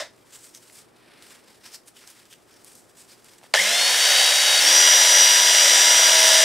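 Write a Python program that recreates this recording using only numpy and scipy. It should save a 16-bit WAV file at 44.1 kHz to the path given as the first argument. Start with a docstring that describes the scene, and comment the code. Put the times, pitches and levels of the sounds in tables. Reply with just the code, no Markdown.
"""A small, quiet workshop with humming lights. A cordless drill has just braked and rings out; fingers
shift a strip of sandpaper, its grit scraping and its creases snapping. At 3.5 s the gears clunk as they
take up slack and the motor runs up to part speed, then at 4.6 s to full speed. Tones locked to the
armature whine over gear clatter that rings the plastic housing."""
import sys
import numpy as np
from scipy import signal
from scipy.fft import rfft, irfft, next_fast_len
from scipy.io import wavfile
from scipy.ndimage import uniform_filter1d

SR = 44100
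rng = np.random.default_rng(int(sys.argv[2]) if len(sys.argv) > 2 else 0)


def dump_mix(stems):
    """Bounce the given channels to the path in sys.argv[1] as a 16-bit WAV at rate SR."""
    frames = np.atleast_2d(stems).T  # one column per channel
    limited = np.clip(frames, -1, 1)  # hard clip at full scale
    pcm = np.round(limited * 32767).astype(np.int16)
    wavfile.write(sys.argv[1], SR, pcm)


N = 283993
TIME = np.arange(N) / SR

# trigger pulled or paper pressed harder: (time [s], target speed [Hz], time constant [s], sag [Hz/s])
SPEED_CHANGES = [(3.536, 246, .085, 0), (3.75, 254.6, .13, 0), (4.36, 252.1, .1, 0),
                 (4.597, 322.8, .043, .5), (5.22, 321.8, .06, .4)]
START_S = SPEED_CHANGES[0][0]
# breakpoints of the level curves: (armature speed [Hz])
SPEED_GRID_HZ = (95, 145, 190, 231, 238, 250, 253.5, 255, 262, 289, 307, 318, 322)


def undb(db):
    """dB to gain."""
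    return 10 ** (np.asarray(db) / 20)


def unit(x):
    """Scale to rms 1."""
    return x / np.sqrt(np.mean(x ** 2))


def peak_one(x):
    """Scale to peak 1."""
    return x / np.max(np.abs(x))


def band(x, hz, width_hz):
    """One resonance, gain 1 at its centre."""
    return signal.lfilter(*signal.iirpeak(min(hz, .45 * SR), hz / width_hz, SR), x)


def modes(x, table):
    """A body's resonances; neighbours alternate in sign."""
    return sum((-1) ** k * undb(db) * band(x, hz, width_hz) for k, (hz, width_hz, db) in enumerate(table))


def colour(x, points):
    """Filter by (frequency [Hz], gain [dB]) points."""
    hz, db = np.transpose(points)
    size = next_fast_len(N)
    bin_hz = np.arange(size // 2 + 1) * SR / size
    gain = undb(np.interp(np.log(bin_hz + 1), np.log(hz), db))
    return irfft(rfft(x, size) * gain, size)[..., :N]


def walk(rate_hz, size=N):
    """Random steps, smoothed twice; spread near 1."""
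    hold = int(SR / rate_hz)
    steps = np.repeat(rng.standard_normal(size // hold + 1), hold)
    return 1.18 * uniform_filter1d(uniform_filter1d(steps, hold), hold)[:size]


def grit(scatter_db):
    """Many tiny impacts of uneven size."""
    return unit(rng.standard_normal(N) * undb(scatter_db * rng.exponential(size=N)))


def room_air():
    """Distant air noise, partly different left and right."""
    # (frequency [Hz], relative level [dB])
    spectrum = [(15, -48), (25, -6), (66, -3), (118, 2), (363, 8), (1240, -2.5), (1390, -4), (1810, -6.5),
                (8320, -35), (11200, -36), (15000, -37)]
    mid, side = colour(rng.standard_normal((2, N)), spectrum)
    return undb(-60 + .81 * walk(2.9)) * np.array([mid + .73 * side, mid - .6 * side]) / np.std(mid)


def light_hum():
    """Wavering hum of the lights."""
    # (frequency [Hz], rms level [dB])
    partials = [(119.5, -75), (240, -77), (300, -80), (360, -75)]
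    return sum(undb(db + 2.5 * walk(4)) * np.sqrt(2) * np.sin(2 * np.pi * hz * TIME) for hz, db in partials)


def room_tail(t60_s=.2):
    """Wall reflections: two decaying noise responses of unit energy."""
    t = np.arange(int(.4 * SR)) / SR
    tail = rng.standard_normal((2, len(t))) * np.exp(-np.log(1000) * t / t60_s) * (t > .003)
    return tail / np.sqrt(np.sum(tail ** 2, axis=1, keepdims=True))


def paper_scrape():
    """Grit scrapes the strip: a faint rustle, and slides that swell and fade, each at its own pitch."""
    # (frequency [Hz], width [Hz], gain [dB])
    strip_modes = [(3120, 1000, -7.5), (5230, 1430, 2), (8100, 2200, 3), (10300, 2000, 3),
                   (12000, 5300, -3.5)]
    # (time [s], low band [dB], treble [dB])
    rustle = [(0.15, -69, -66), (0.34, -69, -66), (0.52, -68, -61), (0.63, -68, -61), (0.83, -68, -66),
              (1.03, -67, -67), (1.23, -66, -66), (1.45, -69, -68), (2.17, -67, -62), (2.32, -69, -65),
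              (2.57, -70, -67), (2.85, -70, -63), (3.36, -69, -66), (3.52, -68, -63)]
    # (centre time [s], level [dB], pitch [Hz], relative low band [dB], time to -6 dB [s])
    slides = [(0.348, -45, 7440, -13, .032), (0.446, -44, 8250, -18, .034), (0.561, -43, 6130, -16, .015),
              (0.631, -52, 9400, -13, .012), (0.671, -57, 8000, -9, .024), (0.746, -48.5, 9800, -21, .03),
              (0.797, -45.5, 8500, -12.5, .025), (1.13, -63, 2100, 3, .1), (1.238, -57, 8300, -16, .017),
              (1.305, -50, 7700, -12, .032), (1.355, -58, 5300, -5, .03), (1.512, -55, 4790, -8.5, .054),
              (1.660, -44.5, 5300, -7, .015), (1.706, -50, 5350, -9, .048), (1.747, -35.5, 4970, -16, .011),
              (1.882, -44, 9700, -17, .012), (1.978, -46, 3060, -13, .016), (2.036, -51, 5570, -4, .014),
              (2.079, -45, 8100, -13, .008), (2.105, -52, 9500, -10, .009), (2.197, -57, 7700, -4, .03),
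              (2.328, -44, 3100, -19, .015), (2.548, -55, 5340, -10, .044), (2.679, -48.5, 8800, -14, .032),
              (2.724, -58, 9000, -10, .01), (2.770, -49.5, 8700, -29, .033), (3.005, -43, 8200, -15, .021),
              (3.117, -47.5, 4830, -12, .022), (3.258, -58, 8500, -12, .015), (3.300, -55, 5200, -10, .04),
              (3.388, -58, 7340, -8, .008), (3.446, -53.5, 2070, -3, .014)]
    crackle = undb(2.2 * walk(180))  # grit catches and lets go
    grains, rub = (crackle * grit(scatter_db=1.8) for _ in range(2))
    low = unit(band(band(grains, 1900, 3000), 1900, 3000))
    treble = unit(modes(grains, strip_modes))
    times_s, *curves_db = np.transpose(rustle)
    low_gain, treble_gain = (undb(np.interp(TIME, times_s, db)) for db in curves_db)
    out = undb(2 * walk(6.7)) * (low_gain * low + treble_gain * treble)
    for at_s, db, hz, low_db, half_s in slides:
        span = slice(max(int((at_s - .3) * SR), 0), int((at_s + .33) * SR))
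        swell_db = db - 6 * np.abs((TIME[span] - at_s) / half_s) ** 1.6
        pitched = unit(band(band(rub[span], hz, .26 * hz), hz, .26 * hz))
        out[span] += undb(swell_db) * (.47 * treble[span] + .42 * pitched + undb(low_db) * low[span])
    return out


def crease_snaps(decay_s=.0012, size=300):
    """Paper creases snap in short resonant ticks."""
    # (time [s], peak [dB], frequency [Hz])
    snaps = [(0.181, -48, 1780), (0.549, -30, 6040), (0.699, -39, 1910), (1.224, -34, 5400),
             (1.379, -45, 1340), (1.655, -35, 5110), (1.745, -27, 5140), (2.039, -39, 1150),
             (2.075, -30, 5730), (2.102, -35, 10300), (2.254, -41, 5150), (2.327, -31, 3050),
             (2.339, -36, 3060), (2.646, -32, 9710), (2.718, -46, 2440), (2.753, -37, 8380),
             (3.245, -34, 8310), (3.383, -42, 7380), (3.414, -42, 840), (3.430, -43, 800),
             (3.441, -40, 900), (3.464, -42, 1060)]
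    envelope = np.exp(-np.arange(size) / (decay_s * SR))
    out = np.zeros(N)
    for at_s, db, hz in snaps:
        i = int(at_s * SR)
        out[i:i + size] += undb(db) * peak_one(band(envelope * rng.standard_normal(size), hz, .51 * hz))
    return out


def brake_ring(level_db=-27, t60_s=.19):
    """The brake's knock dies away in shell and room."""
    # (frequency [Hz], width [Hz], gain [dB])
    knock_modes = [(598, 81, 3.5), (1010, 600, -8), (1870, 390, -2), (3700, 490, -5.5), (5100, 770, -7),
                   (7500, 2800, -15.5)]
    return unit(modes(grit(scatter_db=.5), knock_modes)) * undb(level_db - 60 * TIME / t60_s)


def housing(x):
    """Resonant plastic shell, too small to radiate bass."""
    # (frequency [Hz], width [Hz], gain [dB])
    shell_modes = [(462, 235, -17), (585, 105, -6), (872, 290, -11.5), (1443, 148, -8.5), (1699, 111, -2.5),
                   (1996, 280, 1), (2109, 282, 1), (3006, 700, -3), (3530, 590, 0.5), (3826, 480, -1.5),
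                   (5140, 590, -6), (5750, 500, -2.5), (6760, 1980, -9.5), (9230, 1200, -10),
                   (12800, 2800, -22.5)]
    return signal.sosfilt(signal.butter(3, 380, "high", fs=SR, output="sos"), modes(x, shell_modes))


def gear_clunks(decay_s=.0017, size=1500):
    """Gears take up slack: dull blows ring the housing."""
    # (time [s], peak [dB])
    blows = [(3.5365, -26), (3.5385, -2), (3.546, -6), (3.5505, -8), (3.557, -13)]
    envelope = np.exp(-np.arange(size) / (decay_s * SR))
    out = np.zeros(N)
    for at_s, db in blows:
        i = int(at_s * SR)
        blow = signal.lfilter(*signal.butter(1, 2500, fs=SR), envelope * rng.standard_normal(size))
        out[i:i + size] += undb(db) * peak_one(housing(blow))
    return out


def armature_speed(slack_hz=85.):
    """From the speed at which the slack is taken up, the armature nears each target; the fast ones sag."""
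    hz = np.full(N, slack_hz)
    for at_s, target_hz, tau_s, sag_hz_per_s in SPEED_CHANGES:
        i = int(at_s * SR)
        t = TIME[i:] - at_s
        hz[i:] = target_hz - sag_hz_per_s * t - (target_hz - hz[i]) * np.exp(-t / tau_s)
    return hz


def gear_clatter(hz):
    """Tooth impacts in the housing; part repeats with the planet carrier, every 4 armature turns."""
    # at SPEED_GRID_HZ: (level [dB])
    clatter_db = (-21.5, -22, -21.5, -21, -20.5, -19.5, -18, -18, -17.5, -17, -16.5, -16, -16)
    turns = np.cumsum(hz) / SR
    # tooth errors: two patterns one carrier turn long, slowly trading places
    position = (turns / 4 % 1) * 600
    blend_rad = 1.293 * walk(5)
    patterns = [np.interp(position, np.arange(601), rng.standard_normal(601)) for _ in range(2)]
    errors = .3 * (np.cos(blend_rad) * patterns[0] + np.sin(blend_rad) * patterns[1])
    beat = 1 + .15 * sum(np.cos(2 * np.pi * per_turn * turns) for per_turn in (.25, 1, 2))
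    clatter = unit(housing(beat * (grit(scatter_db=1.5) + errors)))
    rumble = undb(-39.5) * unit(band(rng.standard_normal(N), 275, 250))  # hand and bench shake
    return undb(np.interp(hz, SPEED_GRID_HZ, clatter_db) + .66 * walk(5.6)) * (clatter + rumble)


def steps_db(order, t):
    """Summed level steps of the tone at this multiple of the armature speed."""
    # (order [x speed], time [s], change [dB], ramp [s])
    steps = [(18, 3.955, -12, .015), (18, 3.985, 12, .02), (18, 5.25, -2.5, .2), (40, 5.5, -6, .1),
             (2, 6.02, 13.5, .17)]
    return sum(db * np.clip((t - at_s) / ramp_s, 0, 1) for k, at_s, db, ramp_s in steps if k == order)


def start_squeal(turns, t, half_s=.0055):
    """Order 12 bursts out as the motor starts."""
    # (time [s], level [dB])
    bursts = [(3.578, -16), (3.599, -19), (3.62, -29)]
    envelope = sum(undb(db - 6 * ((t - at_s) / half_s) ** 2) for at_s, db in bursts)
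    return envelope * np.sin(2 * np.pi * 12 * turns + .8 * walk(150, len(t)))


def motor_whine(hz, t, part_hz=254, full_hz=322):
    """Armature and gear tones; under torque the two main ones flutter and the weak ones excite the shell."""
    # orders 18 and 15 at SPEED_GRID_HZ: (rms level [dB])
    order_18_db = (-50, -40, -35, -32, -27, -27, -25.5, -25.5, -32, -28, -23, -24, -16.5)
    order_15_db = (-50, -42, -37, -30, -31, -31, -26, -26, -40, -35, -31, -26, -24.5)
    # (order [x speed], rms at part speed [dB], rms at full speed [dB])
    weak_tones = [(1, -61, -51), (1.25, -68, -51), (1.75, -58, -52), (2, -50, -41), (2.75, -47, -50),
                  (3, -42, -36), (4, -46, -50), (5, -48, -39), (6, -45, -34), (9, -45, -32), (10, -40, -32),
                  (11, -43, -35), (11.25, -40, -42), (11.75, -38, -35), (12, -40, -38), (12.25, -36, -42),
                  (13, -37, -39), (20, -41, -35), (22, -38, -40), (22.75, -36, -45), (23, -43, -32),
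                  (24, -46, -41), (25, -46, -35), (26, -47, -38), (28, -42, -48), (30, -48, -39),
                  (32, -52, -47), (33, -41, -51), (35, -41, -48), (36, -39, -50), (40, -42, -42),
                  (42, -54, -54), (45, -50, -55), (47, -50, -62), (50, -47, -50), (60, -52, -70)]
    flutter_db, shake_db, dip_db, howl_db = 4, 9, -3, 17  # at full torque
    howl_hz, howl_width_hz = 2110, 74  # shell resonance
    n, turns = len(t), np.cumsum(hz) / SR
    fast = np.clip((hz - part_hz) / (full_hz - part_hz), 0, 1)
    torque = np.clip(uniform_filter1d(np.gradient(hz), 900) * SR / 250, 0, 1)  # full at 250 Hz/s
    tones = start_squeal(turns, t)
    for order, curve_db in ((18, order_18_db), (15, order_15_db)):
        db = np.interp(hz, SPEED_GRID_HZ, curve_db) + steps_db(order, t) + 1.5 * walk(30, n)
        db += flutter_db * torque * walk(70, n)
        tones += undb(db) * np.sin(2 * np.pi * order * turns + .16 * walk(30, n))
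    slow_db = 80 * np.minimum(np.log(hz / 175), 0)  # slow teeth knock but do not yet sing
    for order, part_db, full_db in weak_tones:
        db = part_db + fast * (full_db - part_db) + steps_db(order, t) + slow_db
        db += 2.5 * walk(7, n)  # tones come and go as the teeth settle
        resonance = np.exp(-((order * hz - howl_hz) / howl_width_hz) ** 2)
        db += torque * (dip_db + howl_db * resonance + (order == 1) * shake_db)
        waver_rad = .35 * walk(20, n)
        tones += undb(db) * np.sin(2 * np.pi * (order * turns + rng.random()) + waver_rad)
    return np.sqrt(2) * tones


def drill():
    """One armature speed drives whine and clatter, both silent until the trigger is pulled."""
    hz = armature_speed()
    start = int(START_S * SR)
    running = np.clip((TIME - START_S - .004) / .01, 0, 1)
    whine = np.pad(motor_whine(hz[start:], TIME[start:]), (start, 0))
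    return running * whine, running * gear_clatter(hz)


def scene(room_db=-11.5):
    """Drill and paper close by; the noises carry the room's short tail; left and right differ a little."""
    # side channel: (frequency [Hz], gain [dB])
    side_spectrum = [(60, -6), (200, -21), (400, -27), (1000, -48), (2400, -50), (4400, -12), (8000, -21),
                     (11000, -12), (15000, -42)]
    tail = room_tail()
    whine, clatter = drill()
    noises = clatter + brake_ring() + gear_clunks() + paper_scrape() + crease_snaps()
    wet = signal.fftconvolve(noises[None], tail, axes=1)[:, :N]
    mid = whine + noises + undb(room_db) * wet[0]
    side = colour(.7 * whine + .13 * noises + wet[1], side_spectrum)
    return np.array([mid + side, mid - side]) + room_air() + light_hum()


def record(dry):
    """Steep low-pass at 15.7 kHz."""
    return signal.sosfilt(signal.ellip(14, .3, 90, 15700, fs=SR, output="sos"), dry)


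dry = scene()
out = record(dry)
dump_mix(out)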